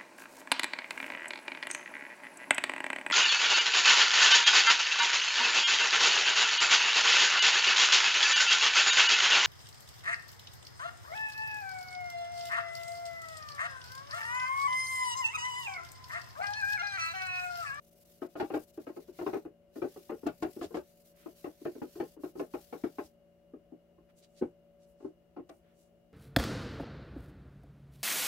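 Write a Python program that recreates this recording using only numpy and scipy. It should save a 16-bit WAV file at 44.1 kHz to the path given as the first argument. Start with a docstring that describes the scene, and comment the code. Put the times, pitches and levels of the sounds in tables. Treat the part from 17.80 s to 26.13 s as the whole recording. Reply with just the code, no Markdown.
"""A motor hums in a small room while a hand scrubs an electric hot plate close by: stick-slip friction
of the pad makes a fluttering hiss. The shoves rock the appliance on a folding table; its feet knock and
chatter, each impact exciting the modes of the sheet-metal housing, and the pad scrapes over the rim.
After five seconds the scrubbing stops. The housing is gripped, tipped up and set on its edge with soft
slides of the hand and a few duller knocks, while the hum swells and sinks."""
import sys
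import numpy as np
from scipy import signal
from scipy.fft import rfft, irfft, next_fast_len
from scipy.io import wavfile
from scipy.ndimage import uniform_filter1d

SR = 44100
rng = np.random.default_rng(int(sys.argv[2]) if len(sys.argv) > 2 else 0)


def unload_audio(sound):
    """Save the sound as a 16-bit wav file, at the path given as the first command line argument."""
    columns = np.transpose(np.atleast_2d(sound))
    # keep every value between -1 and 1, then stretch to whole-number steps
    steps = np.round(np.clip(columns, -1, 1) * 32767)
    wavfile.write(sys.argv[1], SR, steps.astype(np.int16))


N = 367353
T = np.arange(N) / SR


def undb(db):
    """Level to amplitude ratio."""
    return 10 ** (np.asarray(db) / 20)


def unit(x):
    """Normalisation to rms 1."""
    return x / np.sqrt(np.mean(x ** 2) + 1e-30)


def sides(db):
    """Stereo gains for a level difference, left over right."""
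    return undb(np.array([[db], [-db]]) / 2)


def colour(x, points):
    """Spectral shaping through (f/Hz, gain/dB) points."""
    size = next_fast_len(x.shape[-1])
    hz, db = np.transpose(points)
    f = np.maximum(np.fft.rfftfreq(size, 1 / SR), 1)
    gain = undb(np.interp(np.log(f), np.log(hz), db))
    return irfft(rfft(x, size) * gain, size)[..., :x.shape[-1]]


def cut(x, hz, kind, order=2):
    """Causal Butterworth filtering."""
    return signal.sosfilt(signal.butter(order, hz, kind, fs=SR, output="sos"), x)


# Stereo width: f/Hz, side over mid/dB
WIDTH = [(60, -4.5), (170, -22), (350, -4.5), (700, -3.5), (1500, -1.5), (4000, 0)]
def noise(points, size=N):
    """Partially coherent stereo noise, most alike in the bass."""
    mid, side = rng.standard_normal((2, size))
    return unit(colour(mid + colour(side, WIDTH) * np.array([[1], [-1]]), points))


def walk(rate):
    """Smooth random modulation of rms 1."""
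    hold = int(SR / rate)
    steps = np.repeat(rng.standard_normal(N // hold + 1), hold)
    return unit(uniform_filter1d(steps, hold)[:N])


def fade(t, t60):
    """Exponential decay, 60 dB in t60."""
    return np.exp(-np.log(1000) * t / t60)


def bump(t, sigma):
    """Gaussian envelope about t = 0."""
    return np.exp(-np.minimum((t / sigma) ** 2 / 2, 20))


def add(out, x, s):
    """Superposition of x from time s."""
    i = max(int(s * SR), 0)
    out[:, i:i + x.shape[1]] += x[:, :N - i]


# Room noise spectrum: f/Hz, relative density/dB
AIR = [(15, -18), (25, -14), (59, -3), (116, -10), (169, -6), (200, -14), (240, -10), (274, -15.5),
       (340, -4.5), (495, -13), (567, -7), (871, -24.5), (2300, -32), (2850, -31.5), (3530, -37),
       (9000, -43.5), (12500, -39.5), (15500, -40)]
# Course of the motor's main tone: t/s, level/dB
DRONE = [(0.15, -69.5), (5.45, -67.5), (6.2, -69.5), (7.05, -63.5), (7.42, -72.5), (8.2, -71)]
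# Its other lines: f/Hz, level/dB
HUM_LINES = [(59.2, -83.5), (172.3, -72), (229.5, -76), (344.5, -95.5), (516.8, -106.5), (628.5, -81.5),
             (716, -83.5), (1373, -101), (2116, -100), (2859, -94)]
def motor_and_air(drone_hz=572, waver_db=0.6):
    """A motor's line spectrum, weakly modulated, and its narrow-band whine lie over broadband noise."""
    out = undb(-69) * noise(AIR)
    drone = (drone_hz, np.interp(T, *np.transpose(DRONE)))
    for hz, db in [drone, *HUM_LINES]:
        phase = 2 * np.pi * (hz * T + rng.random()) + .15 * walk(4) + .25 * rng.standard_normal((2, 1))
        out += np.sqrt(2) * undb(db + waver_db * walk(4)) * np.sin(phase)
    whine = unit(cut(rng.standard_normal((2, N)), [2800, 2950], "bandpass"))
    return (out + undb(-90) * whine) * sides(3.4)


# Two spells of scrubbing, the pad lifted between: t/s, relative level/dB, rasp gain from pressing/dB
SCRUB_SPELLS = [
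    [(0.0, -76, -2), (0.04, -69.5, -9), (0.35, -69.5, -4), (0.62, -69, 3), (0.84, -65.5, -4.5),
     (1.0, -71.5, -0.5), (1.5, -67, 2.5), (1.63, -71.5, 0.5), (1.75, -105, -16)],
    [(1.88, -101, 0), (1.97, -68, 1.5), (2.4, -70.5, -1.5), (2.75, -67.5, -2), (2.86, -67.5, -6),
     (3.05, -70.5, -0.5), (3.3, -70, -5.5), (3.6, -68.5, -0.5), (4.0, -70, 0.5), (4.25, -66, -0.5),
     (4.4, -66, -3), (4.85, -69.5, -1), (5.05, -70.5, 1.5), (5.26, -69, -1), (5.36, -100, -6)],
]
# Friction spectra of the gliding and the pressed pad: f/Hz, relative density/dB
HISS = [(2500, -18.5), (5000, -6.5), (8500, -5), (10000, -4), (12500, 0), (15500, -4.5)]
RASP = [(500, -10), (1200, -12.5), (2200, -7), (3500, -5.5), (5300, -5.5), (7000, -10.5), (10000, -37.5),
        (15000, -10.5)]
def scrubbing(hiss_db=2, rasp_db=-1, shove_db=3.5, flutter_db=1.36, grip_db=1.7, reflection=0.27):
    """Friction noise: fibres catch and slip on the plate, louder and raspier at each shove."""
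    s, level_db, press_db = np.vstack(SCRUB_SPELLS).T
    push_db = shove_db * shoving()
    speed = undb(np.interp(T, s, level_db, right=-120) + push_db)
    press = undb(np.interp(T, s, press_db) + rasp_db + push_db)
    sound = speed * (undb(hiss_db) * noise(HISS) * sides(2.2) + press * noise(RASP) * sides(0.75))
    judder = unit(cut(rng.standard_normal(N), [20, 55], "bandpass"))
    sound *= undb(flutter_db * judder + sticking() + grip_db * walk(20))
    # comb filtering: the path reflected off the steel top changes as the hand circles
    lag_s = 0.000567 * np.exp(0.276 * walk(7))
    sound += reflection * np.array([np.interp(T - lag_s, T, channel) for channel in sound])
    sway_db = np.array([[.8], [-.8]]) * walk(4)
    return sound * undb(sway_db)


# Runs of the hopping pad: t/s, duration/s, hop rate/Hz, typical dip/dB
HOPS = [(0.01, 0.26, 21.3, 9), (0.33, 0.56, 13.1, 8), (0.926, 0.42, 15.05, 8), (3.035, 0.55, 9.8, 6.5),
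        (4.38, 0.35, 6.25, 9)]
def sticking(stick_share=0.099, jitter_s=0.0018, uneven=0.45):
    """Stick-slip motion: the pad sticks once a hop, so the level (in dB) dips almost periodically."""
    dips = np.zeros(N)
    for start, length, rate, depth_db in HOPS:
        for at in np.arange(start, start + length, 1 / rate):
            late, deeper = rng.standard_normal(2)
            dip = bump(T - at - jitter_s * late, stick_share / rate)
            dips -= depth_db * np.exp(uneven * deeper) * dip
    return dips


def tilt(s):
    """Tipping of the housing: 0 on its feet until 6 s, 1 on its edge from 6.5 s."""
    return np.interp(s, (6.0, 6.5), [0, 1])


def chatter(size, chatter_s=.0072, bounce=0.64):
    """Inelastic rebound: one impulse, then eight small ones that die away."""
    force = np.zeros(size)
    when = (np.arange(8) + rng.random(8)) / 4
    force[(when * chatter_s * SR).astype(int)] = bounce * rng.choice([-1, 1], 8) * bump(when, 1)
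    force[0] = 1
    return force


# Modes of the sheet-metal housing: f/Hz, relative level/dB, T60 without the hand/s
HOUSING_MODES = [(180, -14, .14), (258, -7, .11), (282, -8, .1), (307, -2, .14), (327, -5, .14),
                 (356, 0, .16), (403, -5, .1), (428, -9, .1), (495, -14, .11), (526, -13, .1),
                 (582, -13, .1), (624, -10, .12), (656, -13, .1), (724, -11, .1), (752, -9, .1),
                 (783, -9, .11), (815, -8, .12), (875, -13, .1), (1062, -14, .12), (1170, -17, .1),
                 (1268, -16, .12), (1420, -14, .13), (1600, -22, .1), (1945, -23, .12), (2540, -29, .1),
                 (2770, -28, .1), (4100, -35, .1), (4430, -33, .1), (4970, -35, .1)]
# Dense, weaker modes of its panels: f/Hz, relative density/dB
PANELS = [(40, -6.5), (140, -17.5), (230, -7.5), (320, 2), (400, 7), (530, 0), (650, 3.5), (800, 1),
          (960, -14), (1450, -7), (2000, -15), (2800, -16), (3100, -25.5), (5000, -34.5), (8000, -50.5),
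          (15000, -47)]
def housing_ring(t, ring_hz, tipped, scatter_db=1.2, hand_damping=1.31):
    """Modal superposition: the point of impact favours modes near ring_hz; the hand damps them all."""
    hz, db, t60 = np.transpose(HOUSING_MODES)[:, :, None]
    count = len(hz)
    purer_db = 4 * tipped  # the soft edge gives a rounder bump
    favour_db = (4 + purer_db) * np.exp(-(np.log(hz / ring_hz) / 0.021) ** 2)
    gain = undb(db + favour_db + scatter_db * rng.standard_normal((count, 1)))
    polarity = np.pi * rng.integers(0, 2, (count, 1))
    phase = polarity + 0.53 * np.sqrt(hz / 350) * rng.standard_normal((2, count, 1))
    modes = np.sum(gain * fade(t, t60 / hand_damping) * np.sin(2 * np.pi * hz * t + phase), axis=1)
    panels = noise(PANELS, len(t)) * fade(t, t60=0.13)
    return unit(modes) + undb(-1 - purer_db) * unit(panels)


def knock(body_db, hardness_db, tipped, contact_s=0.00058, thud_db=-18.5):
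    """Impact excitation: harder contact gives more clang and crack; on its edge the housing is duller."""
    t = np.arange(SR // 3) / SR
    harder_db = hardness_db + 10  # above a typical blow
    ring_hz = (1 - tipped) * (349.7 - 5 * harder_db) + tipped * 312.2
    clang_db = hardness_db + 2.98
    crack_db = -16.5 + 1.22 * harder_db - 2 * tipped
    treble_db = np.clip((body_db + crack_db + 54.5) / 2, -8, 4)
    # vibration takes a moment to spread from the soft foot through the metal
    onset = 1 - np.exp(-t / (contact_s * (1 + 2 * tipped)))
    ring = housing_ring(t, ring_hz, tipped) * onset
    sound = signal.fftconvolve(ring, chatter(len(t))[None], axes=1)[:, :len(t)]
    body = unit(cut(sound, [230, 440], "bandpass"))
    clang = unit(cut(sound, [610, 1050], "bandpass", order=3))
    crack = unit(colour(cut(sound, 1000, "highpass", order=4), [(2500, 0.0067), (4500, treble_db)]))
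    thud = table_thud(t, onset)
    return undb(body_db) * (body + undb(clang_db) * clang + undb(crack_db) * crack + undb(thud_db) * thud)


def table_thud(t, onset):
    """Damped low-frequency vibration of the struck table."""
    shake = noise([(25, -23), (70, -10.5), (120, -5.5), (170, 1), (300, 2)], len(t))
    return unit(cut(shake * fade(t, t60=0.2) * onset, 173, "lowpass"))


# Landings of the housing: t/s, relative body level/dB, hardness/dB, next foot over first/dB
KNOCKS = [(0.418, -39.5, -9.5, -7), (0.553, -44.5, -5.5, -2.5), (0.598, -34, -4.5, -1.5),
          (0.701, -41, -6.5, -1.5), (0.738, -33.5, -6, -2.5), (0.974, -41.5, -16, -13),
          (1.067, -44.5, -7, -1), (1.162, -43.5, -14.5, -11), (1.28, -48.5, -20, -14), (1.387, -43, -6, 5),
          (1.463, -34, -8.5, -8.5), (1.53, -37, -8, 0.5), (1.65, -43.5, -15.5, -20),
          (1.957, -44, -13.5, -4.5), (2.017, -34, -11.5, -3.5), (2.16, -47.5, -12.5, -12),
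          (2.293, -41.5, -8, 2.5), (2.431, -46, -16, 6.5), (2.464, -33, -7.5, -18),
          (2.623, -34.5, -7.5, -1.5), (2.763, -44, -20, -7), (2.811, -38, -7.5, -5.5),
          (2.904, -51, -15.5, 1.5), (2.943, -38, -6, 0.5), (3.458, -44.5, -13, -13), (3.642, -41.5, -9, -2),
          (3.813, -50, -25, -20), (3.852, -34.5, -11, -11.5), (3.951, -48, -17, -4),
          (4.017, -38.5, -12, -15.5), (4.154, -46.5, -16, -3), (4.199, -34.5, -10.5, -6),
          (4.364, -53.5, -18.5, -0.5), (4.434, -38.5, -12, -11), (4.553, -45.5, -18, -1.5),
          (4.595, -35.5, -11, -7.5), (4.737, -38, -10, -19), (4.925, -43, -7, -7.5),
          (5.037, -32.5, -13, -12.5), (5.183, -39, -7, -9.5), (5.735, -47.5, -18, -14),
          (5.92, -49.5, -33, -12.5), (6.18, -62, -13, -14), (6.611, -35, -17.5, -21),
          (6.62, -28.5, -20.5, -30), (7.2, -59, -9, 6.5), (7.244, -38.5, -21.5, -7.5),
          (7.563, -43.5, -9.5, -0.5), (7.691, -52.5, -2.5, -8)]
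def rocking(level_db=-9, next_foot_s=0.024, less_hard_db=6.5):
    """Rocking of a rigid body: one foot lands, then the next with a softer contact."""
    out = np.zeros((2, N))
    for s, db, hardness_db, next_db in KNOCKS:
        tipped = tilt(s)
        place = undb(-1.2 * tipped) * sides(3.4 - 2.2 * tipped)
        add(out, knock(db, hardness_db, tipped) * place, s)
        add(out, knock(db + next_db, hardness_db - less_hard_db, tipped) * place, s + next_foot_s)
    return out * undb(level_db)


def shoving(rise_s=0.0027, fall_s=0.024, full_knock_db=-31):
    """Force pulses: each shove that rocks the housing also jolts the pad, then eases off."""
    out = np.zeros((1, N))
    t = np.arange(SR // 2) / SR
    jolt = (1 - np.exp(-t / rise_s)) * bump(t, fall_s)
    for s, db, *_ in KNOCKS:
        add(out, undb((db - full_knock_db) / 2) * jolt[None], s)
    return out[0]


# Scrapes and brushes of pad or hand, plus the sharp ticks of three hard knocks (the narrowest rows):
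# t/s, level/dB, Gaussian width/s, centre f/Hz
SCRAPES_AND_TICKS = [(0.608, -66, 0.024, 4150), (2.472, -50.5, 0.0039, 5000), (2.631, -51.5, 0.0057, 4320),
                     (2.841, -53, 0.018, 3730), (2.967, -58, 0.016, 4000), (3.426, -68.5, 0.045, 1890),
                     (4.599, -60.5, 0.011, 5000), (5.254, -64.5, 0.019, 5670), (6.302, -70.5, 0.0084, 1500),
                     (6.389, -67, 0.016, 7160), (6.44, -65.5, 0.014, 4140), (6.585, -63, 0.015, 4600),
                     (6.588, -77, 0.072, 7500), (7.032, -76, 0.02, 5430), (7.099, -77, 0.026, 10100),
                     (7.242, -77.5, 0.039, 5160), (7.697, -58.5, 0.0035, 4070), (7.743, -76.5, 0.044, 9500),
                     (7.888, -77, 0.041, 1610), (8.014, -73, 0.041, 7360)]
# The table shaken by each: f/Hz, relative density/dB
RUMBLE = [(25, -43), (70, -7), (150, -14), (300, -9), (1000, -55)]
def scrapes_and_ticks(grain_db=1.5, rumble_db=-1, rumble_s=0.02):
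    """Noise bursts from friction or hard impact; lying flat, the housing couples them into the table."""
    out = np.zeros((2, N))
    size, lead_s = SR // 3, 1 / 6
    t = np.arange(size) / SR - lead_s
    for s, db, width, hz in SCRAPES_AND_TICKS:
        band = noise([(hz / 8, -22), (hz / 2, -6), (hz, 0), (hz * 2, -8), (hz * 4, -22)], size)
        coupling = (1 - tilt(s)) * undb(rumble_db)
        rumble = coupling * noise(RUMBLE, size) * bump(t - rumble_s / 2, rumble_s)
        add(out, undb(db) * (band * bump(t, width) + rumble), s - lead_s)
    return out * undb(grain_db * walk(500))


def room(x, wet_db=-19, t60=0.12, gap_s=.012):
    """Reverberation: wall reflections add a short, diffuse tail."""
    t = np.arange(SR // 2) / SR
    diffuse = noise([(100, -22), (1000, -9.5), (4000, 10), (15000, 8)], len(t))
    tail = diffuse * fade(t, t60) * (t > gap_s)
    tail /= np.sqrt(np.sum(tail ** 2) / 2)
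    return x + undb(wet_db) * signal.fftconvolve(x, tail, axes=1)[:, :N]


def scene():
    """Superposition of the hum with pad, knocks, scrapes and ticks in the room."""
    return motor_and_air() + room(scrubbing() + rocking() + scrapes_and_ticks())


def record(dry, top_hz=15750):
    """Band limiting: a steep low-pass removes the highest treble."""
    return signal.sosfilt(signal.ellip(10, .2, 70, top_hz, fs=SR, output="sos"), dry)


dry = scene()
out = record(dry)
unload_audio(out)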